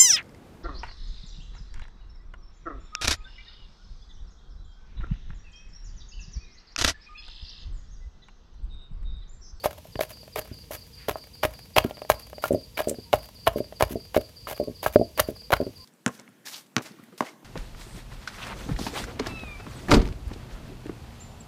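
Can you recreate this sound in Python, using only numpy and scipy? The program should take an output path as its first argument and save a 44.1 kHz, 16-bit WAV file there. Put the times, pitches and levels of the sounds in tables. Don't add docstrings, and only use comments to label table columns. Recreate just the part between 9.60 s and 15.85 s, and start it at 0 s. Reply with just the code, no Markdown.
import sys
import numpy as np
from scipy import signal
from scipy.fft import rfft, irfft
from scipy.io import wavfile
from scipy.ndimage import uniform_filter1d

SR = 44100
rng = np.random.default_rng(int(sys.argv[2]) if len(sys.argv) > 2 else 0)


def wrap_up_sound(samples):
    columns = np.atleast_2d(samples).T
    tamed = np.clip(columns, -1, 1)
    steps = np.round(tamed * 32767).astype(np.int16)
    wavfile.write(sys.argv[1], SR, steps)


N = 275448

# start in seconds, length in seconds,
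# then relative levels in dB of crunch, juice spray, floor thump, suck on lifting.
STROKES = [(0.038, 0.023, -25.5, -34, -34, -80), (0.405, 0.034, -38, -39.5, -44, -51.5),
           (0.757, .038, -32.5, -41, -36, -75), (1.107, 0.055, -42.5, -40.5, -43, -67),
           (1.481, 0.034, -32, -39.5, -33, -75), (1.83, 0.02, -24.5, -33, -26.5, -77),
           (2.161, 0.021, -20, -34.5, -22.5, -58.5), (2.493, .023, -32, -35.5, -27, -55),
           (2.821, 0.065, -40, -42, -39, -53), (3.172, 0.036, -28.5, -38, -43, -47),
           (3.528, 0.02, -31.5, -36, -26.5, -54), (3.863, 0.022, -28, -39.5, -25.5, -48),
           (4.198, 0.0394, -31.5, -39.5, -21, -42), (4.542, 0.03, -33.5, -40, -28, -77),
           (4.873, 0.057, -37, -42, -39.5, -52), (5.228, 0.054, -37, -40, -31, -48.5),
           (5.575, 0.044, -30.5, -41.5, -29, -49.5), (5.917, 0.018, -24, -35.5, -23.5, -77)]
# frequency in Hz, relative level in dB, t60 in seconds.
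BOWL_MODES = [(445, -23.5, 0.11), (623.2, 3, 0.046), (762, 6.5, 0.013), (980, -5.5, 0.02),
              (1035, -5, 0.022), (1253, -13.5, 0.071), (1655, -7.5, 0.039), (2210, -11.5, 0.031),
              (2530, -52, 0.173), (2863, -7, 0.044), (3040, -27.5, 0.027)]


def undb(db):
    return 10 ** (np.asarray(db) / 20)


def unit(x):
    return x / np.sqrt(np.mean(x ** 2) + 1e-18)


def clock(length_s):
    return np.arange(int(length_s * SR)) / SR


def fade(t, t60_s):
    return np.exp(-np.log(1000) * t / t60_s)


def add(track, at_s, sound):
    i = int(round(at_s * SR))
    a, b = max(i, 0), min(i + len(sound), N)
    if b > a:
        track[a:b] += sound[a - i:b - i]


def through(x, response):
    return signal.oaconvolve(x, response)[:len(x)]


def butter(order, hz, kind, x):
    return signal.sosfilt(signal.butter(order, hz, kind, fs=SR, output="sos"), x)


def colour(points, size=4096):
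    hz, db = np.transpose(points)
    bins_hz = np.maximum(np.fft.rfftfreq(size, 1 / SR), 1)
    level_db = np.interp(np.log(bins_hz), np.log(hz), db)
    cepstrum = irfft(np.log(undb(level_db)))
    cepstrum[1:size // 2] *= 2
    cepstrum[size // 2 + 1:] = 0
    response = irfft(np.exp(rfft(cepstrum)))
    return response / np.linalg.norm(response)


def ring(modes, detune=0, length_s=.15):
    t = clock(length_s)
    out = 0
    for hz, db, t60_s in modes:
        shifted_hz = hz * (1 + detune * rng.standard_normal())
        out = out + undb(db) * fade(t, t60_s) * np.cos(2 * np.pi * shifted_hz * t)
    return out


def knock(modes, contact_ms, detune):
    t = clock(.008)
    contact_s = max(contact_ms, .2) / 1000
    push = np.sin(np.pi * np.minimum(t / contact_s, 1)) ** 2
    sound = through(ring(modes, detune, length_s=.08), push)
    return sound / np.abs(sound).max()


def walk(rate_hz):
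    k = int(SR / rate_hz)
    steps = np.repeat(rng.standard_normal(N // k + 1), k)
    return unit(uniform_filter1d(uniform_filter1d(steps, k), k)[:N])


def grains(per_s, spread_db):
    size = undb(spread_db * np.minimum(rng.exponential(size=N), 4))
    return unit((rng.random(N) < per_s / SR) * size * rng.standard_normal(N))


def spurts(per_s=300, depth_db=3.5):
    return unit(undb(depth_db * np.clip(walk(per_s), -2, 2)))


def squeeze(length_s, release_t60_s, settle_db, settle_t60_s):
    t = clock(.3)
    after = np.maximum(t - length_s, 0)
    rise = np.minimum(t / .002, 1)
    return rise * (fade(after, release_t60_s) + undb(settle_db) * fade(after, settle_t60_s))


def room(low_t60_s, high_t60_s, split_hz=1500, gap_s=0.0039):
    t = clock(0.85)
    noise = rng.standard_normal(len(t))
    low = butter(2, split_hz, "lowpass", noise)
    tail = low * fade(t, low_t60_s) + (noise - low) * fade(t, high_t60_s)
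    tail = tail * (t > gap_s)
    return tail / np.linalg.norm(tail)


def contacts(settle_count=8, settle_db=-50.5):
    # start in seconds, relative thud in dB,
    # contact in ms, relative crack in dB, relative wet snap in dB.
    blows = [(.0579, -7, 1.24, -26.5, -26.5), (.3551, -23.5, 3.1, -29.5, -64), (.3918, -15, 1.47, -30, -43),
             (.4088, -11.5, 1.35, -17, -55), (.7605, -20, 0.78, -39, -58), (.7913, -28, 1.35, -46, -27.5),
             (1.1078, -24, 1.6, -68, -57), (1.4844, -16.5, 2.44, -22.5, -39),
             (1.4938, -12.5, 0.52, -27, -27.5), (1.5568, -19.5, 0.81, -49, -59),
             (1.8346, -9.5, 0.37, -20.5, -48), (2.1637, -21, 0.97, -28, -32),
             (2.1708, -11.5, 1.64, -15, -34), (2.1824, -32, 1.5, -7, -15), (2.5, 1, 0.45, -15.5, -16),
             (2.5178, -28, 1.2, -20.5, -31.5), (2.8394, -10, 0.3, -49, -28), (2.8568, -18, .46, -46, -38),
             (3.1916, -13.5, .18, -39, -43), (3.2043, -12.5, 1.15, -51, -38),
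             (3.5301, -8.5, 0.39, -11, -34.5), (3.5368, -4, 0.94, -22.5, -51),
             (3.8714, -1.5, 0.28, -21, -33), (3.8758, -4.5, 0.37, -17, -24.5),
             (4.2083, -6.5, 0.67, -20, -30), (4.2236, -4.5, 1.27, -13, -21), (4.5462, -15, .18, -26, -47.5),
             (4.5648, -5.5, 2.28, -19.5, -41), (4.8728, -27, 0.19, -33, -55.5),
             (4.9128, -23, 0.8, -41, -37), (5.2305, -21.5, 0.99, -43, -36), (5.2632, -6, 0.53, -42, -30.5),
             (5.5842, -20.5, 0.55, -35, -41), (5.5947, -14.5, 1.4, -8.5, -28),
             (5.5994, -16, 0.52, -14.5, -12), (5.9049, -15, 1.06, -30, -37), (5.9288, -1.5, 0.39, -24, -30),
             (5.9353, -15, 0.48, -8, -27.5)]
    # start in seconds, relative thud in dB.
    tumbles = [(.253, -38), (.631, -39), (.678, -35), (2.309, -25), (2.379, -34.5), (2.4181, -23.5),
               (2.449, -29.5), (2.73, -29), (2.7812, -27), (4.1242, -29)]
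    contact_ms, crack_db, snap_db = 1.52, -10.5, -25.5
    settling = [(when * N / SR, settle_db + 6 * (size - .5)) for when, size in rng.random((settle_count, 2))]
    slices = [(at, db, contact_ms, db + crack_db, db + snap_db) for at, db in tumbles + settling]
    return blows + slices


def squelches(smack_count=6):
    touch_lead_s, touch_s, touch_crunch_db, touch_spray_db = 0.0042, 0.0025, -16.5, -16
    lift_delay_s, lift_s, lift_crunch_db = 0.0968, 0.037, -3
    smack_span_s, smack_s, fall_db_per_s, scatter_db = .26, 0.0053, 48, 2.5
    smack_crunch_db, smack_spray_db = -15.5, -11.5
    rows = []
    for at, length_s, crunch_db, spray_db, _, suck_db in STROKES:
        rows.append((at - touch_lead_s, touch_s, crunch_db + touch_crunch_db, spray_db + touch_spray_db))
        rows.append((at + lift_delay_s, lift_s, suck_db + lift_crunch_db, suck_db))
        for k in range(smack_count):
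            wait_s = smack_span_s * ((k + rng.random()) / smack_count) ** 1.3
            db = scatter_db * rng.standard_normal() - fall_db_per_s * wait_s
            start_s = at + length_s + wait_s
            rows.append((start_s, smack_s, crunch_db + smack_crunch_db + db, spray_db + smack_spray_db + db))
    return rows


def flesh(hits):
    # frequency in Hz, relative level in dB.
    crunch_colour = [(100, -36), (300, 4), (620, 4.5), (850, -1), (1400, 0), (2400, -0.5), (3300, -4.5),
                     (4500, -10), (7000, -22), (16000, -39.5)]
    # frequency in Hz, relative level in dB.
    spray_colour = [(500, -9), (2500, 3.5), (4500, -0.5), (6500, 0), (8500, -4.5), (12000, 6.5),
                    (14000, 1.5), (16000, -2.5)]
    crunch, spray, crack, snap = np.zeros((4, N))
    for at, length_s, crunch_db, spray_db, _, _ in STROKES:
        pressure = squeeze(length_s, release_t60_s=0.032, settle_db=-22.5, settle_t60_s=0.4)
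        add(crunch, at, undb(crunch_db) * pressure)
        add(spray, at, undb(spray_db) * pressure)
    for at, length_s, crunch_db, spray_db in squelches():
        pressure = squeeze(length_s, release_t60_s=.02, settle_db=-24, settle_t60_s=.1)
        add(crunch, at, undb(crunch_db) * pressure)
        add(spray, at, undb(spray_db) * pressure)
    t = clock(0.048)
    for at, _, _, crack_db, snap_db in hits:
        add(crack, at + 0.00053, undb(crack_db) * fade(t, .016))
        add(snap, at + 0.00032, undb(snap_db) * fade(t, 0.019))
    split = butter(2, 850, "highpass", crack * grains(20000, 0.93))
    tearing = spurts()
    low = crunch * tearing * grains(1900, 2.2) + undb(4.5) * split
    high = spray * tearing * grains(7000, 2.14) + undb(2.0) * snap * grains(18000, 1.23)
    low = through(low, colour(crunch_colour))
    bowl = ring(BOWL_MODES)
    hollow = through(low, bowl / np.linalg.norm(bowl))
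    return undb(-5.5) * low + undb(-15.5) * hollow + through(high, colour(spray_colour))


def thuds(hits, low_hz=130):
    out = np.zeros(N)
    for at, db, contact_ms, _, _ in hits:
        add(out, at, undb(db) * knock(BOWL_MODES, contact_ms, detune=0.023))
    return butter(1, low_hz, "highpass", out)


def thumps(delay_share=0.68, push_s=0.0058, gain_db=5):
    # frequency in Hz, relative level in dB, t60 in seconds.
    floor_modes = [(54.5, -5.5, 0.27), (82, 2, 0.11), (111, 1.5, 0.1)]
    # start in seconds, relative level in dB.
    jolts = [(.283, -40.5), (.356, -31), (.913, -37.5)]
    landings = [(at + delay_share * length_s, db) for at, length_s, _, _, db, _ in STROKES]
    out = np.zeros(N)
    for at, db in jolts + landings:
        push = np.hanning(int(push_s * SR)) * 2 / (push_s * SR)
        add(out, at, undb(db) * push)
    return undb(gain_db) * through(out, ring(floor_modes, length_s=0.39) / 2)


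def pitched_rings():
    # start in seconds, frequency in Hz, level in dB, t60 in seconds.
    rings = [(.059, 670, -23, 0.063), (0.173, 965, -52, 0.14), (.762, 430, -29.5, 0.1),
             (1.486, 393, -15, 0.029), (2.262, 1387, -51, 0.48), (2.8397, 1400, -19, 0.053),
             (3.174, 2290, -23.5, 0.032), (3.5372, 802, -11.5, 0.024), (3.872, 1040, -14.5, .04),
             (3.875, 3200, -30, 0.032), (4.226, 593, -15.5, .05), (4.871, 1250, -22, 0.015),
             (5.262, 1630, -13.5, 0.014), (5.595, 2080, -24, 0.0084), (5.9342, 1450, -7, 0.014)]
    out, t = np.zeros(N), clock(.2)
    for at, hz, db, t60_s in rings:
        add(out, at, undb(db) * fade(t, t60_s) * np.sin(2 * np.pi * hz * t))
    return out


def rocking(soft_hz=1200, softer_ms=0.44, count=3, rebound_s=.0135):
    # start in seconds, relative peak in dB, first contact in ms,
    # each rebound against the last in dB.
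    rocks = [(0.9141, -28, 4.2, -14), (2.2473, -11.5, 3.6, -11), (2.9068, -9, 2.2, -2),
             (2.946, -10, 2.3, -9), (3.272, -13, 2.3, -4.5), (3.3122, -19, 2.43, -6.5),
             (3.3853, -25.5, 3.23, -30), (3.9588, -15, 2.48, -4), (4.0034, -14, 2.46, -23),
             (4.308, -23, 3.5, -1), (4.356, -15.5, 2.52, -11), (4.577, -9.5, 2.37, -26),
             (4.9989, -12, 1.94, -5), (5.074, -24, 2.55, -21), (5.081, -20, 2.7, -6),
             (5.3582, 2.5, 2.13, -34), (5.3958, -9.5, 2.63, -24), (5.4128, -8.5, 2.1, -14),
             (5.6866, -15.5, 2.5, -7.5), (6.002, -12.5, 2.3, -3), (6.0658, -20.5, 2.83, -6)]
    # frequency in Hz, relative level in dB, t60 in seconds.
    base_modes = [(118, -25.5, 0.12), (262.4, -19.5, 0.08), (369, -16.5, 0.059), (426, -14, 0.074),
                  (486, -7, 0.03), (604.5, 7, 0.037)]
    out = np.zeros(N)
    for at, db, contact_ms, rebound_db in rocks:
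        for k in range(count):
            delay_s = k * rebound_s * (1 + 0.077 * rng.standard_normal())
            bounce = knock(base_modes, contact_ms + k * softer_ms, detune=0.043)
            add(out, at + delay_s, undb(db + k * rebound_db) * bounce)
    return butter(3, soft_hz, "lowpass", out)


def squirts(width_hz=1800):
    # start in seconds, length in seconds, centre in Hz, level in dB.
    jets = [(2.926, 0.0052, 8700, -42.5), (3.283, 0.0058, 8100, -34), (3.294, 0.002, 8050, -21.5)]
    out = np.zeros(N)
    for at, length_s, hz, db in jets:
        pressure = squeeze(length_s, release_t60_s=0.012, settle_db=-19.5, settle_t60_s=0.11)
        band_hz = [hz - width_hz / 2, hz + width_hz / 2]
        hiss = butter(1, band_hz, "bandpass", rng.standard_normal(len(pressure)))
        add(out, at, undb(db) * pressure * unit(hiss))
    return out


def slides(low_hz=1300, high_hz=3000):
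    # start in seconds, length in seconds, level in dB.
    swishes = [(0.864, 0.094, -59), (1.344, 0.16, -53.5)]
    out = np.zeros(N)
    for at, length_s, db in swishes:
        swell = np.hanning(int(length_s * SR))
        hiss = butter(2, [low_hz, high_hz], "bandpass", rng.standard_normal(len(swell)))
        add(out, at, undb(db) * swell * unit(hiss))
    return out


def cricket(syllable_s=.04, length_s=0.0336, start_hz=4900, end_hz=4380, rasp_hz=330, rasp=0.83,
            gain_db=2.5, count=3, period_s=.2018, octave_db=-22):
    # start in seconds, end in seconds, relative level in dB.
    runs = [(-.06, .05, -47), (.316, 4.85, -49.5), (4.942, 6.24, -47.5)]
    out, t = np.zeros(N), clock(length_s)
    stroke = t / length_s
    swell = np.sin(np.pi * stroke)
    for start, end, db in runs:
        for at in np.arange(start, end, period_s):
            for k in range(count):
                wobble = unit(uniform_filter1d(rng.standard_normal(len(t)), size=90))
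                hz = start_hz + (end_hz - start_hz) * stroke ** 1.67 + 60 * wobble
                teeth = 1 + rasp * stroke * np.sin(2 * np.pi * (rasp_hz * t + rng.random()))
                phase = 2 * np.pi * np.cumsum(hz) / SR
                tone = np.sin(phase) + undb(octave_db) * np.sin(2 * phase)
                level = undb(db + gain_db + 0.82 * rng.standard_normal())
                add(out, at + k * syllable_s, level * swell * teeth * tone)
    return out + undb(-3.5) * through(out, room(0.3, 0.3))


def far_tones(waver=.012):
    # start in seconds, length in seconds, mean frequency in Hz, peak level in dB.
    swells = [(3.441, 0.089, 940, -57), (4.952, 0.22, 1090, -60), (6.15, 0.18, 1040, -55.5)]
    out = np.zeros(N)
    for at, length_s, hz, db in swells:
        swell = np.hanning(int(length_s * SR))
        pitch_hz = hz * (1 + waver * walk(150)[:len(swell)])
        add(out, at, undb(db) * swell * np.sin(2 * np.pi * np.cumsum(pitch_hz) / SR))
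    return out


def room_tone(hiss_db=-51, rumble_db=-59):
    # frequency in Hz, relative level in dB.
    air_colour = [(20, -42), (50, 5.5), (100, 0), (220, -9.5), (340, -19), (520, -25), (750, -25.5),
                  (1500, -30), (2800, -22), (4200, -23.5), (5700, -24), (8500, -30.5), (12500, -25.5),
                  (16000, -39)]
    # centre in Hz, width in Hz, mean level in dB.
    drones = [(476, 69, -65), (950, 240, -72.5)]
    out = unit(through(rng.standard_normal(N), colour(air_colour))) * undb(hiss_db)
    rumble = butter(2, [45, 200], "bandpass", rng.standard_normal(N))
    out += unit(rumble) * undb(rumble_db + 0.68 * walk(4.28))
    for hz, width_hz, db in drones:
        band_hz = [hz - width_hz / 2, hz + width_hz / 2]
        drone = butter(2, band_hz, "bandpass", rng.standard_normal(N))
        out += unit(drone) * undb(db + 0.59 * walk(5.6))
    return out


def scene():
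    hits = contacts()
    mortar = thuds(hits) + rocking() + thumps() + flesh(hits) + squirts() + pitched_rings() + slides()
    echo = undb(-20.0) * through(mortar, room(0.28, 0.2))
    return (mortar + echo + cricket() + far_tones() + room_tone())[None]


def record(dry, low_hz=22, top_hz=16000, clip=.95):
    heard = butter(2, low_hz, "highpass", dry)
    top_cut = signal.ellip(8, .2, 70, top_hz, fs=SR, output="sos")
    return signal.sosfilt(top_cut, np.clip(heard, -clip, clip))


dry = scene()
out = record(dry)
wrap_up_sound(out)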